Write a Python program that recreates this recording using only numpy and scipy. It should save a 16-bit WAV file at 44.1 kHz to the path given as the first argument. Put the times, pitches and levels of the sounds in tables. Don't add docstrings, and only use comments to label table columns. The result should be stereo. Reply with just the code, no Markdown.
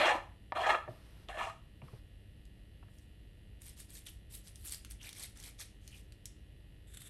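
import sys
import numpy as np
from scipy import signal
from scipy.fft import rfft, irfft
from scipy.io import wavfile
from scipy.ndimage import uniform_filter1d

SR = 44100
rng = np.random.default_rng(int(sys.argv[2]) if len(sys.argv) > 2 else 0)


def output_pcm(signal):
    pcm = np.clip(np.atleast_2d(signal).T, -1, 1) * 32767
    wavfile.write(sys.argv[1], SR, np.round(pcm).astype(np.int16))


N = 312669
TIME = np.arange(N) / SR
ANTIPHASE = np.array([[1], [-1]])
KNIFE_PUSH = dict(attack_s=0.016, build_db=-1, release_db_per_s=433)

# frequency in Hz, gain in dB.
FIZZ_SPECTRUM = [(1500,-10),(3500,-2),(5000,-3.5),(6500,-7),(8300,2.5),(10600,4.5),(12400,-1),(13600,-31.5)]
# frequency in Hz, gain in dB.
RASP_SPECTRUM = [(250,-16),(600,-9),(1100,-11.5),(1500,-9.5),(1900,-3.5),(2400,-2),(2800,-15),(3400,-3),(4500,-7.5),(6000,-6),(11500,-17),(13600,-33)]


def amp(db):
    return 10 ** (np.asarray(db) / 20)


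def unit(x):
    return x / np.sqrt(np.mean(x ** 2) + 1e-20)


def evened(x, window_s):
    power = np.abs(uniform_filter1d(x * x, int(window_s * SR)))
    return unit(x / np.sqrt(power + 1e-12))


def butterworth(x, order, hz, kind="low"):
    return signal.sosfilt(signal.butter(order, hz, kind, fs=SR, output="sos"), x)


def colour(x, spectrum, size=4096):
    hz, db = np.transpose(spectrum)
    grid_hz = np.maximum(np.fft.rfftfreq(size, 1 / SR), 1)
    gain = amp(np.interp(np.log(grid_hz), np.log(hz), db))
    cepstrum = irfft(np.log(gain))
    cepstrum[1:size // 2] *= 2
    cepstrum[size // 2 + 1:] = 0
    response = irfft(np.exp(rfft(cepstrum)))
    return signal.fftconvolve(x, response)[:len(x)]


def resonance(x, hz, width_hz):
    radius = np.exp(-np.pi * width_hz / SR)
    feed = x + 1e-18
    feed[::50] += 1e-18
    numerator = np.array([1, 0, -1]) * (1 - radius ** 2) / 2
    return signal.lfilter(numerator, [1, -2 * radius * np.cos(2 * np.pi * hz / SR), radius ** 2], feed)


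def drift(per_s):
    knots = rng.standard_normal(8000)
    return unit(np.interp(TIME * per_s, np.arange(len(knots)), knots))


def grains(per_s, spread_db):
    sizes = amp(spread_db * np.minimum(rng.exponential(1, N), 3))
    signs = rng.choice([-1, 1], N)
    return sizes * signs * (rng.random(N) < per_s / SR)


def shifting_gains(spread_db, count, steps=2000):
    return amp(spread_db * rng.standard_normal((count, steps)))


def burst(decay_s, size=8192):
    return rng.standard_normal(size) * np.exp(-TIME[:size] / decay_s)


def push(rise_s, size=8192):
    return TIME[:size] / rise_s * np.exp(1 - TIME[:size] / rise_s)


def swell(length_s):
    progress = np.linspace(0, 1, int(length_s * SR))
    return np.sin(np.pi * progress ** 0.51)


def effort(moves, attack_s, build_db, release_db_per_s):
    gain = np.zeros(N)
    for s, length_s, db in moves:
        first = max(int(s * SR), 0)
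        span = slice(first, first + SR)
        t = TIME[span] - s
        attack = np.clip(t / attack_s, 0, 1)
        shortfall_db = build_db * np.maximum(1 - t / length_s, 0)
        release_db = release_db_per_s * np.maximum(t - length_s, 0)
        gain[span] = np.maximum(gain[span], attack * amp(db - shortfall_db - release_db))
    return gain


def add(track, s, sound):
    start = max(int(s * SR), 0)
    track[start:start + len(sound)] += sound[:N - start]


def room_air(level_db=-55.5, side_db=-3, side_band_hz=(260, 5000)):
    # frequency in Hz, relative spectral density in dB.
    air_spectrum = [(20,-13.5),(50,5),(90,-3),(130,-8),(250,-17.5),(350,-20),(600,-26.5),(1100,-40),(3000,-35),(6500,-51.5),(9000,-45),(10500,-37.5),(12000,-44),(14000,-87)]
    mid, side = [unit(colour(noise, air_spectrum)) for noise in rng.standard_normal((2, N))]
    side = butterworth(side, 1, side_band_hz, "band")
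    return amp(level_db) * (mid + amp(side_db) * side * ANTIPHASE)


def mains_buzz(mains_hz=50.13, buzz_db=-74, side_db=-5, weak_db=-4):
    # frequency in Hz, gain in dB.
    buzz_spectrum = [(200,-27.5),(1200,-16.5),(1800,0),(2400,-2),(2800,3.5),(4000,-3),(5500,-18.5),(14000,-75)]
    # multiple of the mains frequency, rms level in dB.
    harmonics = [(1,-64),(2,-65.5),(4,-76),(6,-77.5)]
    half_cycle = np.floor(2 * mains_hz * TIME)
    kicks = np.diff(half_cycle, prepend=0) * amp(weak_db * (half_cycle % 2))
    rattles = [signal.fftconvolve(kicks, burst(decay_s=0.009))[:N] for _ in range(2)]
    mid, side = [unit(colour(rattle, buzz_spectrum)) for rattle in rattles]
    hum = sum(amp(db) * np.sqrt(2) * np.sin(2 * np.pi * (k * mains_hz * TIME + rng.random()))
              for k, db in harmonics)
    return amp(buzz_db) * (mid + amp(side_db) * side * ANTIPHASE) + hum


def kitchen(x, near_db, tail_db, near_t60_s=0.0256, tail_t60_s=0.36, dull_hz=7000, size=22050):
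    t, noise = TIME[:size], rng.standard_normal((3, size))
    near = noise[0] * amp(-60 * t / near_t60_s) * (t > 0.0006)
    near = amp(near_db) * near / np.linalg.norm(near)
    tails = noise[1:] * amp(-60 * t / tail_t60_s) * (t > 0.003)
    tails = amp(tail_db) * tails / np.linalg.norm(tails[0])
    echoes = butterworth(near * ANTIPHASE + tails, 2, dull_hz)
    return x + signal.fftconvolve(x[None], echoes, axes=1)[:, :N]


def board_thuds(bump_hz=480, bump_db=-11, size=8192):
    # start in seconds, level in dB, frequency in Hz.
    thuds = [(0.888,-42,119),(1.825,-44.5,138),(1.928,-45,122.7)]
    out = np.zeros(N)
    for s, db, hz in thuds:
        rocking = np.sin(2 * np.pi * hz * TIME[:size])
        bump = unit(butterworth(rng.standard_normal(size), 3, bump_hz))
        add(out, s, amp(db) * push(rise_s=0.01) * (rocking + amp(bump_db) * bump))
    return out


def blade_slide():
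    # start in seconds, length in seconds, level in dB.
    slides = [(0.875, 0.37, -67), (1.825, 0.16, -67.5)]
    # frequency in Hz, gain in dB.
    hiss_spectrum = [(600,20.5),(5200,11),(7000,0),(9500,9.5)]
    hiss = unit(colour(grains(per_s=8200, spread_db=2), hiss_spectrum))
    return hiss * effort(slides, **KNIFE_PUSH)


def juice_sprays(centre_hz=11000):
    # start in seconds, length in seconds, level in dB.
    sprays = [(4.338,0.048,-53),(4.646,0.041,-48.5)]
    envelope = np.zeros(N)
    for s, length_s, db in sprays:
        add(envelope, s, amp(db) * swell(length_s))
    treble = butterworth(rng.standard_normal(N), 4, centre_hz, "high")
    return envelope * unit(butterworth(treble, 4, centre_hz))


def hollow_scrapes(grip_s=0.0019):
    # start in seconds, length in seconds, level in dB.
    drags = [(6.87,0.185,-60),(6.935,0.012,-52),(6.97,0.0013,-44.5),(7.016,0.002,-48.5),(7.041,0.036,-53)]
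    # frequency in Hz, bandwidth in Hz, gain in dB.
    cavity_modes = [(1700,620,-4.5),(3560,260,4.5),(7900,1100,0),(11100,690,2)]
    grit = grains(per_s=6000, spread_db=3.5)
    hollow = sum((-1) ** k * amp(db) * resonance(grit, hz, width_hz)
                 for k, (hz, width_hz, db) in enumerate(cavity_modes))
    envelope = effort(drags, attack_s=grip_s, build_db=8, release_db_per_s=1500)
    return envelope * evened(hollow, window_s=2 * grip_s)


def skin_squeaks():
    # start and length in seconds, first and last pitch in Hz, level in dB.
    squeaks = [(0.0,0.093,1872,1754,-31),(0.075,0.047,1760,1780,-33.5),(0.633,0.063,1780,1750,-35.5),(1.287,0.15,1786,1780,-51),(4.065,0.028,3610,2730,-50.5),(4.714,0.04,4850,4610,-50),(4.901,0.031,9900,9100,-51),(4.992,0.12,3190,2486,-57.5),(5.914,0.065,3090,2450,-56)]
    wobble = 0.1 * drift(per_s=900)
    grip = unit(amp(4 * drift(per_s=300)))
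    out = np.zeros(N)
    for s, length_s, start_hz, end_hz, db in squeaks:
        envelope = swell(length_s)
        glide_hz = np.linspace(start_hz, end_hz, len(envelope))
        hz = glide_hz * (1 + wobble[int(s * SR):][:len(envelope)])
        add(out, s, amp(db) * envelope * np.sin(2 * np.pi * np.cumsum(hz) / SR))
    return out * grip


def seed_snaps(width_hz=2200, crack_db=-6, flesh_db=-9, crackle_db=-15, lowest_hz=1500):
    # start in seconds, peak in dB, pitch in Hz.
    snaps = [(2.453, -52.5, 4200), (2.985, -53.5, 5500), (3.6185, -40.5, 9300), (3.802, -39, 8970),
             (3.9042, -40, 8820), (3.953, -43, 4500), (4.351, -37, 9900), (4.473, -42.5, 5040),
             (4.557, -39, 4780), (4.71, -38, 10400), (4.7222, -29.5, 7900), (4.735, -35, 8800),
             (4.7453, -32.5, 4830), (4.848, -37.5, 2240), (4.91, -36, 9300), (4.919, -39, 9600),
             (5.091, -34.5, 3850), (5.129, -36.5, 4140), (5.218, -39, 8020), (5.372, -41, 7260),
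             (5.4, -39.5, 6200), (5.438, -39, 6200), (5.596, -43.5, 8000), (5.877, -38.5, 4300),
             (6.122, -45.5, 2820), (6.2558, -32, 5900), (6.2585, -39.5, 6170)]
    out = np.zeros(N)
    for s, db, hz in snaps:
        tear = push(rise_s=0.00063)
        force = tear * rng.standard_normal(len(tear)) + amp(crackle_db) * burst(decay_s=0.018)
        force = butterworth(force, 2, lowest_hz, "high")
        crack = colour(force, FIZZ_SPECTRUM) + amp(flesh_db) * colour(force, RASP_SPECTRUM)
        snap = resonance(force, hz, width_hz) + amp(crack_db) * crack
        add(out, s, amp(db) * snap / np.abs(snap).max())
    return out


def pockets(clicks, low_hz, high_hz, q, patchy_db, shifts_per_s=30, count=28):
    pocket = rng.integers(0, count, N)
    step = (TIME * shifts_per_s).astype(int)
    force = clicks * shifting_gains(patchy_db, count)[pocket, step]
    pitches_hz = np.geomspace(low_hz, high_hz, count)
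    return sum(resonance(force * (pocket == k), hz, hz / q) for k, hz in enumerate(pitches_hz))


def spoon_strokes(fizz_db=3.5, pops_db=-2.5, rasp_db=-6.5):
    # start and length in seconds, relative levels of juice and of flesh in dB.
    strokes = [(3.6, 0.082, -57.5, -56), (3.754, 0.052, -57, -59), (3.878, 0.1, -57, -57.5),
               (4.05, 0.02, -52.5, -52.5), (4.293, 0.057, -55, -58), (4.425, 0.057, -61, -60),
               (4.54, 0.17, -60.5, -77), (4.63, 0.052, -50, -54), (4.664, 0.07, -50, -51),
               (4.883, 0.022, -71, -54.5), (5.002, 0.071, -56.5, -46.5), (5.137, 0.098, -50.5, -46),
               (5.348, 0.13, -58.5, -50), (5.578, 0.038, -53, -46.5), (5.805, 0.18, -67, -60.5)]
    # start and length in seconds, relative level in dB.
    brief_fizzes = [(1.4,0.062,-70.5),(2.895,0.23,-79),(7,0.045,-62)]
    stroke_shape = dict(attack_s=0.017, release_db_per_s=321)
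    wet = effort([(s, length, db) for s, length, db, _ in strokes], build_db=14, **stroke_shape)
    flesh = effort([(s, length, db) for s, length, _, db in strokes], build_db=8, **stroke_shape)
    for s, length_s, db in brief_fizzes:
        add(wet, s, amp(db) * swell(length_s))
    slips = amp(2.3 * drift(per_s=25))
    tears = grains(per_s=2600, spread_db=3)
    films = grains(per_s=3200, spread_db=2.8)
    rasp = colour(pockets(tears, low_hz=444, high_hz=9000, q=9, patchy_db=3), RASP_SPECTRUM)
    fizz = colour(pockets(films, low_hz=2500, high_hz=13000, q=16, patchy_db=3.5), FIZZ_SPECTRUM)
    pops = unit(colour(grains(per_s=220, spread_db=1.5), FIZZ_SPECTRUM))
    juice = amp(fizz_db) * evened(slips * fizz, window_s=0.062) + amp(pops_db) * pops
    return wet * juice + amp(rasp_db) * flesh * evened(slips * rasp, window_s=0.12)


def board(force, focus_hz, focus_db=6.5, focus_octaves=0.44, shifts_per_s=35):
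    # frequency in Hz, gain in dB.
    modes = [(352,-4),(485,-3),(610,5),(675,8),(785,3),(840,1),(945,2),(1010,-1),(1110,0.5),(1228,5.5),(1330,-0.5),(1560,-8.5),(1745,3),(1830,-6),(2130,-14),(2440,-7),(2620,-10),(2790,-6.5),(3270,-6),(4150,-15.5)]
    step = (TIME[:len(force)] * shifts_per_s).astype(int)
    coupling = shifting_gains(spread_db=3.5, count=len(modes))
    out = np.zeros(len(force))
    for k, (hz, db) in enumerate(modes):
        emphasis = amp(focus_db * np.exp(-(np.log2(hz / focus_hz) / focus_octaves) ** 2))
        width_hz = 42 + 0.0094 * hz
        out += (-1) ** k * amp(db) * resonance(force * coupling[k][step] * emphasis, hz, width_hz)
    return out


def knife_knocks(clack_width_hz=700, clack_db=1):
    # start in seconds, peak in dB, cutoff of the force in Hz, modal focus in Hz.
    knocks = [(0.5215,-23,3560,760),(0.746,-20.5,2400,1226),(0.878,-36.5,1920,950),(0.885,-36.5,646,613),(1.2865,-35,6500,3330),(1.372,-35,2400,900),(1.409,-27,2140,1140),
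              (1.818,-44.5,3820,670),(1.88,-49.5,1900,1490),(1.929,-59,705,520),(2.828,-51.5,3980,716),(2.883,-58,3500,1744)]
    out = np.zeros(N)
    for s, db, cutoff_hz, focus_hz in knocks:
        contact = 0.98 * burst(decay_s=0.0012)
        contact[0] = 1
        force = butterworth(contact, 4, cutoff_hz)
        knock = board(force, focus_hz) + amp(clack_db) * resonance(force, focus_hz, clack_width_hz)
        add(out, s, amp(db) * knock / np.abs(knock).max())
    return out


def knife_cuts(upper_hz=1900, direct_db=-15, snap_db=-10):
    # start and length in seconds, crunch level in dB,
    # relative snap level in dB, modal focus in Hz.
    cuts = [(-0.02,0.093,-29.5,-22,640),(0.066,0.054,-29,-27,673),(0.128,0.027,-33.5,-48,905),
            (0.548,0.1,-35.5,-40,659),(0.655,0.02,-28,-30,667),(0.68,0.026,-25.5,-24,1170),(0.718,0.036,-31.5,-44,1175),
            (1.2835,0.023,-45.5,-41,700),(1.331,0.17,-46.5,-48.5,700),(1.372,0.076,-41,-35.5,1170),(1.455,0.026,-41,-41.5,1150)]
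    # frequency in Hz, gain in dB.
    snap_spectrum = [(300,-66),(1200,3.5),(1900,6.5),(3200,4),(4200,-7),(6000,-29.5),(13000,-40)]
    # frequency in Hz, gain in dB.
    juice_spectrum = [(2000,1),(5500,1.5),(9000,0.5),(11400,-0.5),(12500,-40)]
    crunch_gain = effort([(s, length, db) for s, length, db, _, _ in cuts], **KNIFE_PUSH)
    snap_gain = effort([(s, length, db) for s, length, _, db, _ in cuts], **KNIFE_PUSH)
    midpoints_s = [s + length / 2 for s, length, *_ in cuts]
    focus_hz = np.interp(TIME, midpoints_s, [hz for *_, hz in cuts])
    jerks = amp(2.7 * drift(per_s=180))
    fibres = jerks * grains(per_s=1600, spread_db=3.5)
    crunch = evened(board(fibres, focus_hz), window_s=0.0111)
    cells = jerks * grains(per_s=6000, spread_db=3.5)
    upper_modes = board(butterworth(cells, 3, upper_hz, "high"), focus_hz)
    snap = evened(upper_modes + amp(direct_db) * colour(cells, snap_spectrum), window_s=0.0019)
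    juice_gain = np.sqrt(snap_gain * amp(-80.5))
    juice = evened(colour(cells, juice_spectrum), window_s=0.0055)
    return crunch_gain * crunch + amp(snap_db) * snap_gain * snap + juice_gain * juice


def scene():
    lowpass = signal.ellip(8, 0.1, 60, 11900, fs=SR, output="sos")
    blade = signal.sosfilt(lowpass, knife_cuts() + blade_slide() + knife_knocks())
    knife = kitchen(blade, near_db=-6.5, tail_db=-6.5)
    groove = signal.sosfilt(lowpass, hollow_scrapes())
    scraping = spoon_strokes() + skin_squeaks() + seed_snaps() + juice_sprays() + groove
    spoon = kitchen(scraping, near_db=-8, tail_db=-5)
    return knife + spoon + board_thuds() + room_air() + mains_buzz()


def record(dry, port_hz=10500, port_width_hz=1500, port_db=-4, lag_s=0.000028, cutoff_hz=15800):
    # centre in Hz, bandwidth in Hz.
    phase_turns = [(9900,2240),(12400,2100),(14800,2030)]
    left, right = dry + amp(port_db) * resonance(dry, port_hz, port_width_hz)
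    for hz, width_hz in phase_turns:
        left = left - 2 * resonance(left, hz, width_hz)
    taps = np.arange(-16, 17)
    fractional_delay = np.sinc(taps - lag_s * SR) * np.hanning(len(taps))
    right = np.convolve(right, fractional_delay, "same")
    lowpass = signal.ellip(10, 0.1, 80, cutoff_hz, fs=SR, output="sos")
    return signal.sosfilt(lowpass, np.array([left, right]))


dry = scene()
out = record(dry)
output_pcm(out)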